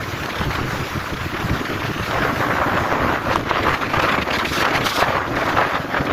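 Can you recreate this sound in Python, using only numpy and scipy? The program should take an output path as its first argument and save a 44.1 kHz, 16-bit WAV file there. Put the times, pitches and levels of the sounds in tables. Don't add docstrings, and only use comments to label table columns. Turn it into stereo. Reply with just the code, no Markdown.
import sys
import numpy as np
from scipy import signal
from scipy.fft import rfft, irfft, dct, next_fast_len
from scipy.io import wavfile
from scipy.ndimage import uniform_filter1d, map_coordinates

SR = 44100
rng = np.random.default_rng(int(sys.argv[2]) if len(sys.argv) > 2 else 0)


def wav_record(signal):
    frames = np.transpose(np.atleast_2d(signal))
    bounded = np.clip(frames, -1, 1)
    quanta = np.round(bounded * 32767).astype(np.int16)
    wavfile.write(sys.argv[1], SR, quanta)


def how_loud(loudness_db):
    steps = np.asarray(loudness_db, float) / 20
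    return 10 ** steps


N = 269892
HOP = 20


def unit(x):
    return x / np.sqrt(np.mean(x ** 2) + 1e-20)


def even(x, span_s):
    size = int(span_s * SR)
    power = uniform_filter1d(uniform_filter1d(x ** 2, size), size)
    return unit(x / np.sqrt(np.abs(power) + 1e-12))


def curves(rows):
    s, *columns = np.transpose(rows)
    return np.array([np.interp(np.arange(N) / SR, s, c) for c in columns])


def swells(rows, rise_db_s, fall_db_s, rest_db):
    start_s, hold_s, *peak_db = np.transpose(rows)[..., None]
    t = np.arange(N // HOP + 1) * HOP / SR
    before_s = np.clip(start_s - t, 0, None)
    after_s = np.clip(t - start_s - hold_s, 0, None)
    under_db = rise_db_s * before_s + fall_db_s * after_s
    power = (how_loud(np.array(peak_db) - under_db) ** 2).sum(axis=1) + how_loud(rest_db) ** 2
    return np.repeat(10 * np.log10(power), HOP, axis=1)[:, :N]


def wobble(rate_hz):
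    at = np.arange(N // HOP + 2) * HOP * min(rate_hz, 600) / SR
    knots = rng.standard_normal((3, 4000))
    return [2 * np.tanh(map_coordinates(k, [at]) / 2) for k in knots]


def flutter(rate_hz, both_db, own_db):
    both, left, right = wobble(rate_hz)
    shake_db = both_db * both + own_db * np.array([left, right])
    return np.repeat(shake_db, HOP, axis=1)[:, :N]


def filtered(x, response):
    m = next_fast_len(N + SR // 2)
    return irfft(rfft(x, m) * response(np.fft.rfftfreq(m, 1 / SR)), m)[..., :N]


def colour(points):
    f, db = np.transpose(points)
    return lambda hz: how_loud(np.interp(np.log(hz + 1), np.log(f), db))


def air(patchy_db):
    z = signal.stft(rng.standard_normal((2, N)), nperseg=512)[2]
    field = uniform_filter1d(rng.standard_normal(z.shape[1:]), size=6, axis=0)
    field = uniform_filter1d(field, size=8, axis=1)
    return signal.istft(z * how_loud(patchy_db * unit(field)), nperseg=512)[1][:, :N]


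# centre in Hz, width in Hz, level in dB.
PORT_MODES = [
    (557, 270, -2.5),
    (1139, 512, 1),
    (1708, 1013, -5),
]


def cavity(hz):
    modes = 0
    for k, (centre_hz, width_hz, db) in enumerate(PORT_MODES):
        damping = 1j * hz * width_hz
        modes = modes + (-1) ** k * how_loud(db) * damping / (centre_hz ** 2 - hz ** 2 + damping)
    mesh = hz / 3770
    return modes / (1 + 1.3j * mesh - mesh ** 2) ** 2


# start in seconds, hold in seconds, left in dB, right in dB.
GUSTS = [(0, 0.0063, -24.5, -28.5), (.27, 0.096, -26.5, -30.5), (.41, 0.0032, -28, -25),
         (.53, 0.069, -23.5, -25.5), (.75, 0.037, -26, -29.5), (1.04, 0.052, -33.5, -37),
         (1.2, 0.013, -28, -33), (1.35, .03, -25, -28.5), (1.54, 0.011, -23.5, -31),
         (1.67, 0.011, -26.5, -29), (1.78, 0.084, -26, -31.5), (2.145, 0.15, -18.5, -17),
         (2.41, 0.41, -17.5, -17.5), (2.9, 0.26, -18, -16.5), (3.29, 0.042, -17.5, -17),
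         (3.51, .09, -17.5, -20), (3.68, 0.051, -14.5, -16), (3.83, 0.035, -20.5, -20.5),
         (3.97, 0.21, -15.5, -17), (4.29, 0.15, -18.5, -21), (4.62, 0.091, -17, -13.5),
         (4.76, 0.014, -16, -19.5), (4.86, 0.013, -17, -21.5), (5.02, 0.01, -12, -14),
         (5.1, 0.12, -16.5, -17.5), (5.37, 0.15, -17.5, -20), (5.585, 0.041, -13.5, -12),
         (5.69, 0.078, -17.5, -19.5), (5.965, .01, -14.5, -16.5), (6.09, .03, -17.5, -22)]
# time in seconds, tearing over the roar in dB, lean to the left in dB.
SLANT = [(0, -8.5, -10.5), (.3, -3.5, 0.5), (.6, -6.5, -3), (1.2, -6, -4), (2.07, -2.5, -1.5),
         (2.2, -15.5, -2), (2.45, -19, -9.5), (3.15, -29, -3), (3.33, -7.5, 2), (3.8, -6, 1.5),
         (4.05, -6, 4), (4.36, -6, 12), (4.6, -4, 9.5), (4.9, -6.5, 10), (5.2, -15.5, 1.5),
         (5.4, -14.5, 15), (5.7, -16, 10), (6.12, -13.5, 8)]
# frequency in Hz, gain in dB.
EDGE_COLOUR = [(800, -62), (1600, 1.5), (2200, 2.5), (3500, -5.5), (5000, -14), (6800, -22.5),
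               (8500, -36.5), (12000, -26.5), (16500, -54)]


def gusts():
    gust_db = swells(GUSTS, rise_db_s=162, fall_db_s=214, rest_db=[[-29], [-36.5]])
    over_db, lean_db = curves(SLANT)
    pivot_db = -19.5
    tear_db = pivot_db + 0.61 * (gust_db - pivot_db)
    tear_db = tear_db + over_db + np.array([lean_db, -lean_db]) / 2
    bursts_db = flutter(45, both_db=1.0, own_db=2.5)
    roar_db = bursts_db + flutter(300, both_db=0.5, own_db=4.5)
    roar = filtered(how_loud(roar_db) * air(patchy_db=2.1), cavity)
    rip_db = 0.88 * bursts_db + flutter(90, both_db=-1.3, own_db=6.5)
    rip = filtered(how_loud(rip_db) * air(patchy_db=2.66), colour(EDGE_COLOUR))
    return how_loud(gust_db) * even(roar, span_s=0.063) + how_loud(tear_db) * even(rip, span_s=0.073)


# time in seconds, half length in seconds, depth in dB.
STALLS = [
    (3.38, 0.0098, 5),
    (3.435, 0.02, 6),
    (3.882, 0.011, 10),
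    (4.17, 0.0096, 14),
    (4.246, 0.011, 9),
    (4.381, .004, 10),
    (4.44, 0.0078, 11),
    (4.641, 0.0052, 5),
    (4.693, 0.024, 7.5),
    (4.834, 0.0067, 3),
]


def stalls():
    t = np.arange(N) / SR
    dip_db = sum(db * np.exp(-((t - s) / half_s) ** 4) for s, half_s, db in STALLS)
    return how_loud(-dip_db * np.array([[1], [.2]]))


# start in seconds, hold in seconds, left in dB, right in dB.
SHOVES = [(0, .005, -27, -21.5), (.1, 0.13, -30.5, -29), (.42, 0.088, -21.5, -24), (.6, 0.17, -22, -23.5),
          (.86, 0.18, -28.5, -26), (1.18, 0.07, -23.5, -22), (1.44, 0.0038, -21, -19.5),
          (1.54, 0.0044, -18, -20.5), (1.74, .005, -25, -33), (1.8, 0.15, -24.5, -27.5),
          (1.97, 0.1, -30, -24.5), (2.17, 0.06, -21, -37), (2.37, 0.065, -22, -32),
          (2.45, 0.16, -25.5, -44), (2.72, 0.068, -21.5, -23.5), (3.03, 0.038, -21, -22),
          (3.26, .17, -25.5, -26), (3.6, .12, -28, -24.5), (3.95, .03, -23.5, -22.5),
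          (4.05, 0.16, -29, -26.5), (4.32, .3, -46, -27), (4.43, .005, -33, -34), (4.81, 0.0064, -28, -22),
          (5.05, 0.14, -30.5, -28), (5.35, 0.0044, -34, -21.5), (5.54, 0.049, -38, -23),
          (5.67, 0.0043, -33, -32), (5.76, 0.066, -49, -30.5), (5.99, 0.0055, -39, -22),
          (6.1, .02, -42, -25)]
# start in seconds, hold in seconds, level in dB.
JOLTS = [(.5, 0.21, -27), (.88, 0.013, -32), (1.43, .01, -28), (1.54, 0.016, -23.5), (1.69, 0.0065, -26),
         (1.78, 0.11, -30.5), (2.2, 0.75, -26), (2.72, 0.015, -28), (3.04, 0.025, -20),
         (3.36, 0.015, -21.5), (3.62, .03, -21.5), (3.93, 0.27, -25.5), (4.31, 0.092, -26),
         (4.6, 0.011, -23.5), (4.76, 0.091, -24.5), (5.3, 0.25, -25.5), (5.8, 0.04, -33),
         (6.0, 0.073, -22.5)]
# frequency in Hz, gain in dB.
PUSH_COLOUR = [(20, -10.5), (40, -15.5), (60, -4.5), (95, 1), (140, -3), (200, -9), (300, -25), (500, -41),
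               (900, -120)]
# frequency in Hz, gain in dB.
DRUM_COLOUR = [(60, -120), (130, -5.5), (200, -5.5), (300, 1), (360, -2.5), (450, -8), (700, -13.5),
               (1500, -120)]


def buffet():
    push_db = swells(SHOVES, rise_db_s=128, fall_db_s=152, rest_db=-37)
    drum_db = swells(JOLTS, rise_db_s=122, fall_db_s=86.5, rest_db=-29.5)
    lumps_db = flutter(22, both_db=-0.5, own_db=1) + flutter(60, both_db=5.0, own_db=3.0)
    push = filtered(how_loud(lumps_db) * air(patchy_db=1.26), colour(PUSH_COLOUR))
    beat_db = 0.69 * lumps_db + flutter(24, both_db=3.0, own_db=-0.2)
    drum = filtered(how_loud(beat_db) * air(patchy_db=-0.95), colour(DRUM_COLOUR))
    return how_loud(push_db) * even(push, span_s=0.12) + how_loud(drum_db) * even(drum, span_s=0.099)


# start in seconds, end in seconds, level at start in dB, level at end in dB.
JETS = [(3.97, 3.99, -51, -51), (4.02, 4.086, -35.5, -44), (4.324, 4.38, -36.5, -35.5),
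        (4.383, 4.42, -27, -49), (4.45, 4.464, -38, -38), (4.463, 4.629, -36, -33.5),
        (4.64, 4.65, -51, -46), (4.732, 4.767, -46, -31), (4.842, 5.028, -30.5, -32.5),
        (5.353, 5.469, -46, -44), (5.487, 5.525, -38, -37), (6.052, 6.08, -38, -53)]
# frequency in Hz, gain in dB.
JET_COLOUR = [(1500, -16), (3500, 12), (5000, 8.5), (6500, 2), (8500, -8), (10500, -5), (13000, -3),
              (16500, -16)]


def jets():
    level, t = np.zeros(N), np.arange(N) / SR
    for start_s, end_s, start_db, end_db in JETS:
        blowing = (t > start_s) & (t < end_s)
        level += blowing * how_loud(np.interp(t, [start_s, end_s], [start_db, end_db]))
    shake_db = flutter(60, both_db=-2.0, own_db=3.0)
    hiss = filtered(how_loud(shake_db) * air(patchy_db=1.5), colour(JET_COLOUR))
    return uniform_filter1d(level, size=130) * unit(hiss) * how_loud([[8.5], [-15]])


# time in seconds, peak in dB, brightness in dB, left minus right in dB.
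POPS = [(0.257, -15, -12, 2), (0.411, -7.5, -32, 8), (2.923, -5.5, -26, 0.5), (3.356, -2.5, -19.5, 5.5),
        (3.392, -14, -18, -2), (3.408, -15.5, -22, 3), (3.509, -5.5, -39, 3), (3.557, -11, -25, -2),
        (3.65, -13.5, -26, -11), (3.678, -11, -26, -6), (3.7, -20, -29, -5), (3.901, -16, -23, -3),
        (3.937, -7.5, -26, 1), (3.995, -6.5, -33, 1), (5.023, -4.5, -27, -12.5)]


def crack_colour(hz):
    return colour(JET_COLOUR)(hz) / (1 + hz / 3000) * 2.2


def pops():
    blow, crack, suck = np.zeros((3, 2, N))
    t = np.arange(600) / SR
    swell = t / 0.0017 * np.exp(1 - t / 0.0017)
    snap = np.exp(-((t - .0034) / 0.001) ** 2)
    pull = np.exp(-((t - .003) / 0.00049) ** 2)
    for s, db, bright_db, pan_db in POPS:
        side = how_loud(db + np.array([[pan_db], [-pan_db]]) / 2)
        first = round(s * SR)
        at = slice(first, first + len(t))
        coarse = np.repeat(np.sign(rng.standard_normal((2, 50))), 12, axis=1)
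        fine = np.sign(rng.standard_normal((2, len(t))))
        blow[:, at] += side * swell * coarse
        suck[:, at] -= side * pull
        crack[:, at] += side * how_loud(bright_db) * snap * fine
    ring = how_loud(2.0) * filtered(blow, cavity)
    cracks = how_loud(7.0) * filtered(crack, crack_colour) * how_loud([[1.5], [-12]])
    return ring + how_loud(-6.5) * suck + cracks


# time in seconds, level of its top octave in dB.
ROAD = [(0.0, -43.5), (0.94, -42.5), (1.34, -45), (1.45, -42), (1.97, -43.5), (2.1, -41.5), (2.87, -44),
        (3.0, -43.5), (3.58, -49.5), (3.72, -45), (3.88, -47.5), (4.28, -47), (4.62, -41.5), (4.7, -46.5),
        (5.0, -43.5), (5.2, -49), (5.43, -46), (6.12, -48.5)]
# frequency in Hz, gain in dB.
TYRE_COLOUR = [(150, -67), (400, 20.5), (700, 18.5), (1350, 27), (1800, 21), (2500, 14.5), (5000, 9.5),
               (6800, 6.5), (8500, -9), (10000, -2.5), (12500, 1.5), (15000, 0), (16500, -3)]


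def road():
    shake_db = flutter(20, both_db=-0.67, own_db=1.94)
    hiss = filtered(how_loud(shake_db) * air(patchy_db=2.25), colour(TYRE_COLOUR))
    top = filtered(hiss, lambda hz: hz > 9500)
    return how_loud(curves(ROAD) - 0.8) * hiss / np.std(top)


def scene():
    return stalls() * (gusts() + jets()) + buffet() + pops() + road()


# frequency in Hz, step over band level in dB.
STEPS = [(200, -24), (1000, -17), (2500, -11), (4300, -5), (6500, -2), (7500, 5), (8200, 10), (9800, 9),
         (11000, 4), (14500, 3), (15500, 15)]


def drop_weak_cells(x, scatter_db, crest, follow, cling):
    m, lead = 1024, 1024 - 730
    count = N // m + 2
    rise = np.sin(np.pi * (np.arange(m) + .5) / (2 * m))
    steep = uniform_filter1d(rng.standard_normal(count + 1), size=4) > -.08
    rise = np.where(steep[:, None], np.sin(np.pi / 2 * rise ** 2), rise)
    window = np.concatenate([rise[:-1], rise[1:, ::-1]], axis=1)
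    blocks = np.pad(x, ((0, 0), (lead, (count + 1) * m - lead - N))).reshape(2, -1, m)
    frames = np.concatenate([blocks[:, :-1], blocks[:, 1:]], axis=2) * window
    a, b, c, d = np.split(frames, 4, axis=2)
    folded = np.concatenate([-c[..., ::-1] - d, a - b[..., ::-1]], axis=2)
    lines = dct(folded, type=4, norm="ortho")

    bands = np.sqrt((lines ** 2).reshape(2, count, -1, 32).mean(axis=3) + 1e-16)
    bands = bands ** .65 * bands.max(axis=0) ** .35
    usual = np.median(bands, axis=(0, 1))
    bands = usual * (bands / usual) ** cling
    loudness = lines.std(axis=(0, 2))[:, None] + 1e-9
    bands = bands * (loudness / np.median(loudness)) ** follow
    bands = bands * how_loud(scatter_db * rng.standard_normal(bands.shape))
    step = np.repeat(bands, 32, axis=2) * colour(STEPS)(np.arange(m) * SR / (2 * m))
    rounded = np.sign(lines) * np.floor(np.abs(lines) / step + .4) * step

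    slope = np.diff(frames, n=2, axis=2)
    sudden = np.abs(slope).max(axis=(0, 2)) > crest * slope.std(axis=(0, 2))
    kept = np.where(sudden[:, None], lines, rounded)
    p, q = np.split(dct(kept, type=4, norm="ortho"), 2, axis=2)
    out = np.zeros_like(blocks)
    out[:, :-1] += np.concatenate([q, -q[..., ::-1]], axis=2) * window[:, :m]
    out[:, 1:] += np.concatenate([-p[..., ::-1], -p], axis=2) * window[:, m:]
    return out.reshape(2, -1)[:, lead:lead + N]


def roll_off(x):
    return signal.sosfilt(signal.butter(12, 15800, fs=SR, output="sos"), x)


def record(dry):
    x = dry / (1 + np.abs(dry / .98) ** 6) ** (1 / 6)
    left, right = filtered(x, lambda hz: 1 / (1 + (hz / 15900) ** 60))
    mid_side = np.array([left + right, left - right]) / 2
    mid, side = drop_weak_cells(mid_side, scatter_db=1.5, crest=9, follow=.3, cling=.6)
    return roll_off(np.array([mid + side, mid - side]))


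dry = scene()
out = record(dry)
wav_record(out)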